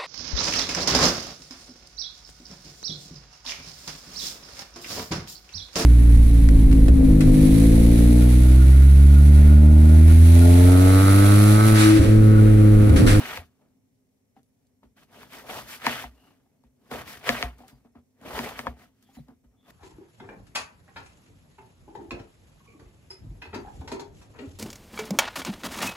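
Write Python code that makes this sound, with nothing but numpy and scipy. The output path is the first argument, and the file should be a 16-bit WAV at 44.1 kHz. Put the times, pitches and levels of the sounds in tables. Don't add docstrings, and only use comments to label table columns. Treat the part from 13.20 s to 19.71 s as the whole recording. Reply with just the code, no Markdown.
import sys
import numpy as np
from scipy import signal
from scipy.io import wavfile
from scipy.ndimage import uniform_filter1d

SR = 44100
rng = np.random.default_rng(int(sys.argv[2]) if len(sys.argv) > 2 else 0)


def gain_from_decibels(decibels):
    exponent = np.asarray(decibels, float) / 20
    return 10 ** exponent


def unload_wav(signal):
    wavfile.write(
        sys.argv[1],
        SR,
        np.round(np.clip(np.atleast_2d(signal).T, -1, 1) * 32767).astype(np.int16),
    )


N = 287091

# frequency in Hz, level in dB per Hz.
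AIR = [(18, -52), (30, -27.5), (75, -18), (88, -9), (140, -2), (169, -9), (250, -2.5), (333, -32),
       (370, -8), (1370, -31.5), (2190, -27), (5050, -52.5), (5470, -29.5), (15600, -35)]
AIR_DB = -67.5
# frequency in Hz, likeness from -1 to 1.
PORT_LIKENESS = [(60, 0.7), (240, 0.25), (950, 0.2), (3770, -0.3), (15000, -0.048)]
# frequency in Hz, width in Hz, level in dB.
FAN_HUM = [(101, 14, -78.5), (208, 16, -81.5), (259, 24, -73.5), (5370, 45, -100)]
# frequency in Hz, t60 in seconds.
KITCHEN_DECAY = [(200, 0.13), (1000, 0.042), (4000, 0.077), (12000, 0.13)]
KITCHEN_DB = -6.5

# start in seconds, length in seconds, pitch in Hz, level in dB.
SINGING = [
    (1.22, 0.098, 10300, -91.5),
    (2.929, 0.23, 2820, -73.5),
    (3.369, 0.056, 4400, -95),
    (4.491, 0.1, 4800, -79),
    (5.824, 0.11, 3350, -76.5),
    (5.936, 0.077, 3990, -71.5),
    (5.461, 0.014, 3350, -52),
    (5.924, 0.051, 6980, -72),
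    (5.928, 0.083, 10300, -77),
    (6.355, 0.15, 3450, -76.5),
]
# start in seconds, level in dB, pitch in Hz, t60 in seconds.
THUMPS = [(0.184, -33.5, 82, 0.16), (1.652, -51.5, 61.6, 0.13), (2.685, -44, 61.7, 0.14),
          (2.847, -42, 61, 0.4), (3.454, -52.5, 59.6, 0.17), (3.729, -41, 63.6, 0.23),
          (4.105, -38, 63.4, .2), (5.129, -35, 63, 0.19), (4.239, -26.5, 59.7, 0.27),
          (4.522, -53.5, 130, 0.28), (4.525, -52.5, 55.4, .25), (4.77, -49.5, 79, 0.149),
          (5.48, -31.5, 66, 0.2), (5.968, -47, 61.5, 0.35), (5.999, -36, 144, 0.1),
          (6.259, -50.5, 59.21, 0.2)]

# frequency in Hz, level in dB, t60 in seconds.
LOAF_MODES = [(530.8, 12.5, 0.083), (705, -1, 0.26), (780, 0.5, 0.15), (934, 14, 0.061), (1100, -11, 0.02),
              (1533, -5.5, 0.0092), (1733, 10, 0.079), (1880, -18, 0.054), (1960, -3.5, 0.01),
              (2200, -17.5, 0.039), (2540, -12, 0.04), (2880, -15.5, .04), (3400, -22, 0.043)]
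# frequency in Hz, level in dB, t60 in seconds.
BOARD_MODES = [(130, -9.5, 0.19), (220, -12, 0.035), (239.8, 2.5, 0.14), (259.5, -1.5, 0.13)]
# start in seconds, peak in dB, crack pitch in Hz,
# board knock in dB, bright tick in dB.
CRACKS = [(0.0, -31, 700, -35.5, -62), (1.23, -81, 3020, -85, -59), (1.468, -84, 3000, -85.5, -62),
          (5.949, -72, 3300, -69, -58), (0.1734, -20.5, 900, -53.5, -53.5), (1.7673, -57, 780, -79, -61.5),
          (2.031, -35.5, 1250, -69, -67.5), (2.304, -41, 1000, -47, -53.5), (2.666, -7, 977, -28, -51.5),
          (3.437, -54, 786, -58.5, -64), (3.713, -27.5, 860, -37.5, -44), (4.039, -60, 1100, -72, -53),
          (4.091, -3.5, 1530, -27.5, -54), (4.2259, -9, 931, -39.5, -46), (4.382, -59, 515, -61, -51),
          (4.48, -62, 3020, -68, -41), (5.013, -47, 560, -49.5, -51), (5.19, -15.5, 1600, -32.5, -66.5),
          (5.391, -18, 607, -40.5, -33.5), (5.825, -67.5, 3360, -65.5, -49.5),
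          (5.933, -75, 3290, -82, -61.5), (6.083, -46.5, 500, -49.5, -59)]
# start in seconds, peak in dB, pitch in Hz,
# board knock in dB, hollow note in dB.
TAPS = [(1.164, -63, 780, -54.5, 13.5), (1.6308, -47.5, 920, -60, -23), (2.84, -26.5, 705, -44.5, -13),
        (3.107, -53.5, 1435, -68, 2.5), (3.259, -61, 786, -86, -7.5), (4.402, -44, 720, -52.5, -5),
        (4.412, -46, 780, -59, -22), (4.435, -43.5, 768, -70, -2), (4.6481, -49, 600, -55.5, -21),
        (4.7533, -45, 680, -49.5, -17.5), (5.468, -16.5, 950, -37.5, -38), (4.521, -59, 420, -52, -20),
        (5.568, -48, 743, -70, -22), (5.888, -56.5, 793, -66.5, 3), (5.967, -49, 750, -43.5, -3),
        (5.985, -45.5, 553, -48.5, -9.5), (6.242, -60.5, 531, -59, -8.5)]
CRACK_NOTE_DB, TAP_TICK_DB, TAP_TICK_SHARE = -23, -70, 0.1
CRACK_SLIDE_HZ, TAP_SLIDE_HZ = 2800, 490
PORT_LAG = 5
BLADE_LAGS = (1, 3, 5, 9)

# start in seconds, hold in seconds, pressure in dB,
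# pressure drift over the hold in dB, blade speed in dB.
STROKES = [(1.93, .1, -58.5, 8, -9), (2.13, 0.06, -52, 1.1, -3.5), (2.3, 0.096, -42, 0, -7.5),
           (2.5, 0.054, -54.5, -3.5, 7), (3.88, 0.065, -47.5, -2, -4.5), (5.065, 0.12, -40, 5, -16.5),
           (5.17, .1, -36.5, -1.5, -11.5), (5.4, 0.0072, -45.5, -6, -4), (5.463, 0.043, -39.5, -9, -23),
           (5.6, 0.036, -56.5, -1, -11.5), (6.46, .05, -69, 17, -9)]
# start in seconds, hold in seconds, pressure in dB,
# drift in dB, speed in dB.
RUBS = [(0.25, .06, -68, -11.5, -8.5), (0.36, .04, -88, -8, -3), (0.42, 0.049, -68, -5.5, -17.5),
        (1.46, 0.023, -86, -8, -4), (2.92, 0.16, -69.5, 5, -10), (3.2, 0.16, -84.5, 7, -18),
        (3.64, 0.12, -68, 15, -11.5), (4.0, 0.018, -64.5, -4, -5.5), (2.24, .03, -50, 0, -23.5),
        (2.46, 0.015, -56.5, 3.5, -13), (4.39, 0.023, -63, 5.5, -13.5), (4.53, 0.036, -68.5, -12, -9),
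        (5.77, 0.14, -82.5, 8, -2.5), (5.94, 0.061, -75, -3, -1.3), (6.33, 0.061, -77, -0.5, -19)]
# start in seconds, hold in seconds,
# pressure in dB, drift in dB, speed in dB.
BITES = [(1.168, 0.022, -66, -0.5, -14), (1.633, .02, -65, 4, -20.5), (1.77, .065, -65, 1.5, -6),
         (3.44, .03, -78, 3.5, -13.5), (3.716, 0.1, -37, -3.5, -15), (4.385, .01, -70, -2.5, -1),
         (4.484, 0.014, -69, -1, 6.5), (4.652, .02, -61, -4, -26), (4.756, 0.033, -60, -1.5, -26),
         (5.014, .03, -66, -1, -18.5), (5.826, .012, -83.5, 0, 7.5), (5.95, 0.014, -74, 0, 6),
         (6.086, 0.037, -55, -6.5, -33), (6.244, 0.0142, -73, -3.5, -14)]
# start in seconds, hold in seconds,
# pressure in dB, drift in dB, speed in dB.
FINISHES = [
    (0.0, .17, -43.5, 0, -6.5),
    (2.66, 0.17, -35, -11.5, -6.5),
    (4.075, .03, -32, -1.5, -10.5),
    (4.12, 0.12, -38.5, -3.5, -9.5),
    (4.27, .07, -51, -13.5, -16),
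    (5.29, 0.088, -43, -9.5, -12),
]
STROKE_RISE, STROKE_FALL, STROKE_CRISP_DB = 380, 276, 0.5
RUB_RISE, RUB_FALL, RUB_CRISP_DB = 240, 92, -3
BITE_RISE, BITE_FALL, BITE_CRISP_DB = 1600, 610, 0
FINISH_RISE, FINISH_FALL, FINISH_CRISP_DB = 477, 340, 4.5
RASP_DRIFT, RASP_EDGE = 0.87, 0.98
REST_DB = [
    [-99],
    [-108],
]

# frequency in Hz, level in dB per Hz.
CRUST = [(150, -35), (300, -4.5), (500, 1), (1000, -1.5), (1700, -3.5), (2300, -4.5), (3300, -8.5),
         (4500, -20), (8000, -33), (16000, -56.5)]
# frequency in Hz, level in dB per Hz.
RASP = [(1500, -20), (3000, -3.5), (4500, -2), (6000, -4.5), (8000, -8), (10000, -9), (12500, -3),
        (15500, -11)]
CRISP_SHARE, CRISP_DB = 0.87, 8
PATCH_DB = 2.2
BOARD_SHARE, BOARD_DB = 0.61, -26
COUNTER_SHARE, COUNTER_DB, COUNTER_LATE_S = 0.82, -22.5, 0.06
RASP_REST_DB, COUNTER_REST_DB, COUNTER_TOP_DB = -91, -80, -50


def evened(x):
    return x / np.sqrt(np.mean(x ** 2) + 1e-20)


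def read(points, hz):
    f, value = np.transpose(points)
    return np.interp(np.log(hz + 1), np.log(f + 1), value)


def add(mix, start_s, sound):
    part = mix[..., round(start_s * SR):][..., :sound.shape[-1]]
    part += sound[..., :part.shape[-1]]


def coloured(x, points):
    shape_db = np.maximum(read(points, abs(np.fft.fftfreq(4096, 1 / SR))), -100)
    log_gain = np.log(gain_from_decibels(shape_db))
    taps = np.fft.ifft(np.exp(np.conj(signal.hilbert(log_gain)))).real[:2048]
    return signal.oaconvolve(np.atleast_2d(x), taps[None], axes=1)[:, :x.shape[-1]]


def band(x, lo_hz, hi_hz):
    return signal.sosfilt(signal.butter(2, [lo_hz, hi_hz], "band", fs=SR, output="sos"), x)


def highpass(x, order, hz):
    return signal.sosfilt(signal.butter(order, hz, "high", fs=SR, output="sos"), x)


def band_rms(x, lo_hz, hi_hz):
    return x / np.std(band(x, lo_hz, hi_hz))


def whistle(hz, width_hz, count):
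    r = np.exp(-np.pi * width_hz / SR)
    noise = [1, 1j] @ rng.standard_normal((2, count + 4000))
    slow = signal.lfilter([1], [1, -2 * r, r * r], noise)[4000:]
    return evened((slow * np.exp(2j * np.pi * hz * np.arange(count) / SR)).real)


def ring(modes, signs, damping=0.92, rise_s=0.00027):
    t = np.arange(SR // 6) / SR
    tones = 0
    for (hz, db, t60), sign in zip(modes, signs):
        tones = tones + sign * gain_from_decibels(db - 60 * damping * t / t60) * np.sin(2 * np.pi * hz * t)
    return tones * (1 - np.exp(-t / rise_s)) ** 2


def air():
    hz = np.fft.rfftfreq(2048, 1 / SR)
    a, b, c, d, patches = rng.standard_normal((N // 512 + 5, 1025, 5)).T
    patches = evened(uniform_filter1d(uniform_filter1d(patches, 12, 0), 8, 1))
    same = np.clip(read(PORT_LIKENESS, hz), -1, 1)[:, None]
    left = a + 1j * b
    right = same * left + np.sqrt(1 - same ** 2) * (c + 1j * d)
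    z = np.array([left, right]) * gain_from_decibels(read(AIR, hz)[:, None] + 0.69 * patches)
    tone = signal.istft(z, nperseg=2048, noverlap=1536)[1][:, :N]
    hum = sum(gain_from_decibels(db) * whistle(f, width, N) for f, width, db in FAN_HUM)
    return gain_from_decibels(AIR_DB - 4.5) * evened(tone) + hum


def kitchen(x):
    taps = np.zeros((2, SR // 2))
    at = np.arange(60, SR // 2 - 20, 20)
    at = at + rng.integers(0, 20, (2, len(at)))
    np.put_along_axis(taps, at, rng.choice([-1., 1.], at.shape), 1)
    hz, t, z = signal.stft(taps, SR, nperseg=256)
    decay = gain_from_decibels(-60 * t / read(KITCHEN_DECAY, hz)[:, None])
    tail = signal.istft(z * decay, SR, nperseg=256)[1]
    return signal.fftconvolve(x[None], tail / np.linalg.norm(tail[0]), axes=1)[:, :N]


def add_singing(mix):
    for start_s, length_s, hz, db in SINGING:
        count = round(length_s * SR)
        add(mix, start_s, gain_from_decibels(db) * whistle(hz, 250, count) * signal.windows.tukey(count, 0.6))


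def add_thumps(mix):
    t = np.arange(SR // 3) / SR
    for start_s, db, hz, t60 in THUMPS:
        tone = np.sin(2 * np.pi * hz * t) * (1 - np.exp(-t / 0.002))
        add(mix, start_s, gain_from_decibels(db - 60 * t / t60) * tone)


def snap(peak_db, hz, knock_db, tick_db, note_db, top_hz, chance):
    t = np.arange(SR // 6) / SR
    hard = np.clip((peak_db + 51) / 30, 0.1, 1)
    slide_hz = top_hz * hard
    turns = min(hz, 950) * t + slide_hz * 0.00053 * (1 - np.exp(-t / 0.00057))
    crack = -np.sin(2 * np.pi * turns) * np.exp(-t / 0.0009) * (1 - np.exp(-t / 0.00004)) ** 2
    crack = crack + 0.3 * np.roll(crack, round(0.0009 * SR))
    splinters = np.sin(2 * np.pi * 4300 * t) * np.exp(-t / 0.0005)
    crack = crack - 0.45 * top_hz / CRACK_SLIDE_HZ * splinters
    crack = crack / abs(crack).max()

    crumble = evened(band(band(rng.standard_normal(len(t)), 0.26 * hz, 3.5 * hz), 300, 4000))
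    crumble = (0.17 - 0.09 * hard) * crumble * np.exp(-t / 0.011) * (1 - np.exp(-t / 0.002))
    note = np.sin(2 * np.pi * hz * t) * np.exp(-t / 0.014) * (1 - np.exp(-t / 0.00033))
    near = [(f, db - 5 * abs(np.log2(f / hz)), t60) for f, db, t60 in LOAF_MODES]
    body = crack + gain_from_decibels(note_db) * note * (hz < 1200) + crumble
    body = body + 0.16 * ring(near, chance[:len(LOAF_MODES)], damping=1.7, rise_s=0.0006)
    body = body + 0.1 * np.roll(body, round(0.0056 * SR))

    knock = ring(BOARD_MODES, chance[-4:] * 0.33 + 1, rise_s=0.0053)
    tick = band(rng.standard_normal((2, len(t))), 2700, 13000)
    tick = tick * (np.exp(-t / 0.0022) + 0.12 * np.exp(-t / 0.02))
    pair = gain_from_decibels(peak_db + np.array([[1.5], [-1.5]])) * body + gain_from_decibels(knock_db + 3) * knock
    pair[1] = np.roll(pair[1], PORT_LAG)
    return pair + gain_from_decibels(tick_db - 4.5) * tick


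def add_blows(mix):
    blows = [(*row, CRACK_NOTE_DB, CRACK_SLIDE_HZ) for row in CRACKS]
    for start_s, db, hz, knock_db, note_db in TAPS:
        tick_db = TAP_TICK_DB + TAP_TICK_SHARE * db
        blows.append((start_s, db, hz, knock_db, tick_db, note_db, TAP_SLIDE_HZ))
    chance = rng.uniform(-0.69, 1, (len(blows), len(LOAF_MODES) + 4))
    for (start_s, *blow), row in zip(blows, chance):
        add(mix, start_s + 0.0009, snap(*blow, row))


def grit(per_s, spread_db, clump_db):
    sizes = gain_from_decibels(spread_db * np.minimum(rng.exponential(1, N), 3.2)) * rng.choice([-1., 1.], N)
    clumps = evened(uniform_filter1d(uniform_filter1d(rng.standard_normal(N), 300), 300))
    left = sizes * (rng.random(N) < per_s / SR) * gain_from_decibels(clump_db * clumps)
    place = rng.integers(0, len(BLADE_LAGS), N)
    right = sum(np.roll(left * (place == k), lag) for k, lag in enumerate(BLADE_LAGS))
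    return evened(np.array([left, right]))


def patchy(x, depth_db):
    z = signal.stft(x, nperseg=256)[2]
    field = uniform_filter1d(uniform_filter1d(rng.standard_normal(z.shape[1:]), 4, 0), 9, 1)
    return signal.istft(z * gain_from_decibels(depth_db * evened(field)), nperseg=256)[1][:, :N]


def effort():
    t = np.arange(0, N + 64, 64) / SR
    power = gain_from_decibels(2 * np.array(REST_DB + REST_DB[:1]))
    moves = ((STROKES, STROKE_RISE, STROKE_FALL, STROKE_CRISP_DB),
             (RUBS, RUB_RISE, RUB_FALL, RUB_CRISP_DB),
             (BITES, BITE_RISE, BITE_FALL, BITE_CRISP_DB),
             (FINISHES, FINISH_RISE, FINISH_FALL, FINISH_CRISP_DB))
    for rows, rise, fall, crisp_db in moves:
        for start, hold, pressure_db, drift_db, speed_db in rows:
            drift = drift_db * np.clip((t - start) / max(hold, 0.004), 0, 1)
            edge = -rise * np.maximum(start - t, 0) - fall * np.maximum(t - start - hold, 0)
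            rasp_db = RASP_EDGE * edge + speed_db + RASP_DRIFT * drift
            curves = np.array([edge + drift, rasp_db, edge + drift + crisp_db])
            power = power + gain_from_decibels(2 * (pressure_db + curves))
    pressure_db, rasp_db, dry_db = (np.interp(np.arange(N) / SR, t, 10 * np.log10(p)) for p in power)
    return pressure_db, rasp_db, dry_db - pressure_db


def crunch_of_crust(crunch_db, crisp_db):
    breaks = grit(2500, 2.0, 1.0)
    blow = ring(LOAF_MODES, rng.choice([-1, 1], len(LOAF_MODES)), damping=4.3)
    loaf = signal.oaconvolve(grit(900, 3.3, 1.8), blow[None], axes=1)[:, :N]
    crunch = band_rms(evened(coloured(breaks, CRUST)) + 0.37 * evened(loaf), 490, 4300)
    crunch = patchy(crunch, PATCH_DB)
    upper = signal.sosfiltfilt(signal.butter(2, 1150, "high", fs=SR, output="sos"), crunch)
    return (crunch - upper + upper * gain_from_decibels(crisp_db)) * gain_from_decibels(crunch_db)


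def shaking(crunch_db):
    board_db = BOARD_SHARE * crunch_db + BOARD_DB
    n = np.arange(N)
    counter_db = np.interp(n - COUNTER_LATE_S * SR, n, COUNTER_SHARE * crunch_db + COUNTER_DB)
    counter_db = np.clip(counter_db, COUNTER_REST_DB, COUNTER_TOP_DB)
    board = signal.oaconvolve(rng.standard_normal(N), ring(BOARD_MODES, np.ones(4), damping=6.7))[:N]
    rumble = rng.standard_normal(N) + 0.077 * rng.standard_normal((2, N))
    counter = band(band(rumble, 45, 160), 45, 160)
    return evened(board) * gain_from_decibels(board_db) + evened(counter) * gain_from_decibels(counter_db)


def strokes():
    crunch_db, rasp_db, dry_db = effort()
    crisp_db = np.minimum(CRISP_SHARE * (rasp_db - crunch_db) + CRISP_DB + dry_db, 14)
    crunch = crunch_of_crust(crunch_db, crisp_db)
    rasp = band_rms(coloured(grit(14000, 0.72, 1.5), RASP), 6000, 12000)
    rasp = rasp * np.hypot(gain_from_decibels(rasp_db), gain_from_decibels(RASP_REST_DB))
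    return crunch + rasp, shaking(crunch_db)


def scene():
    saw, low = strokes()
    add_singing(saw)
    add_thumps(low)
    pair = saw * gain_from_decibels(np.array([[0.4], [-0.4]])) + low * gain_from_decibels(np.array([[0.7], [-0.7]]))
    add_blows(pair)
    return pair + gain_from_decibels(KITCHEN_DB) * kitchen(band(pair.mean(0), 120, 16000)) + air()


def low_pass(x):
    return signal.sosfilt(signal.butter(12, 15710, fs=SR, output="sos"), x)


def record(dry):
    dry = highpass(dry, 4, 40)
    edge = signal.firwin(511, 15780, window=("kaiser", 9), fs=SR)
    mix = signal.oaconvolve(dry, edge[None], "same")
    return low_pass(mix)


dry = scene()
out = record(dry)
unload_wav(out)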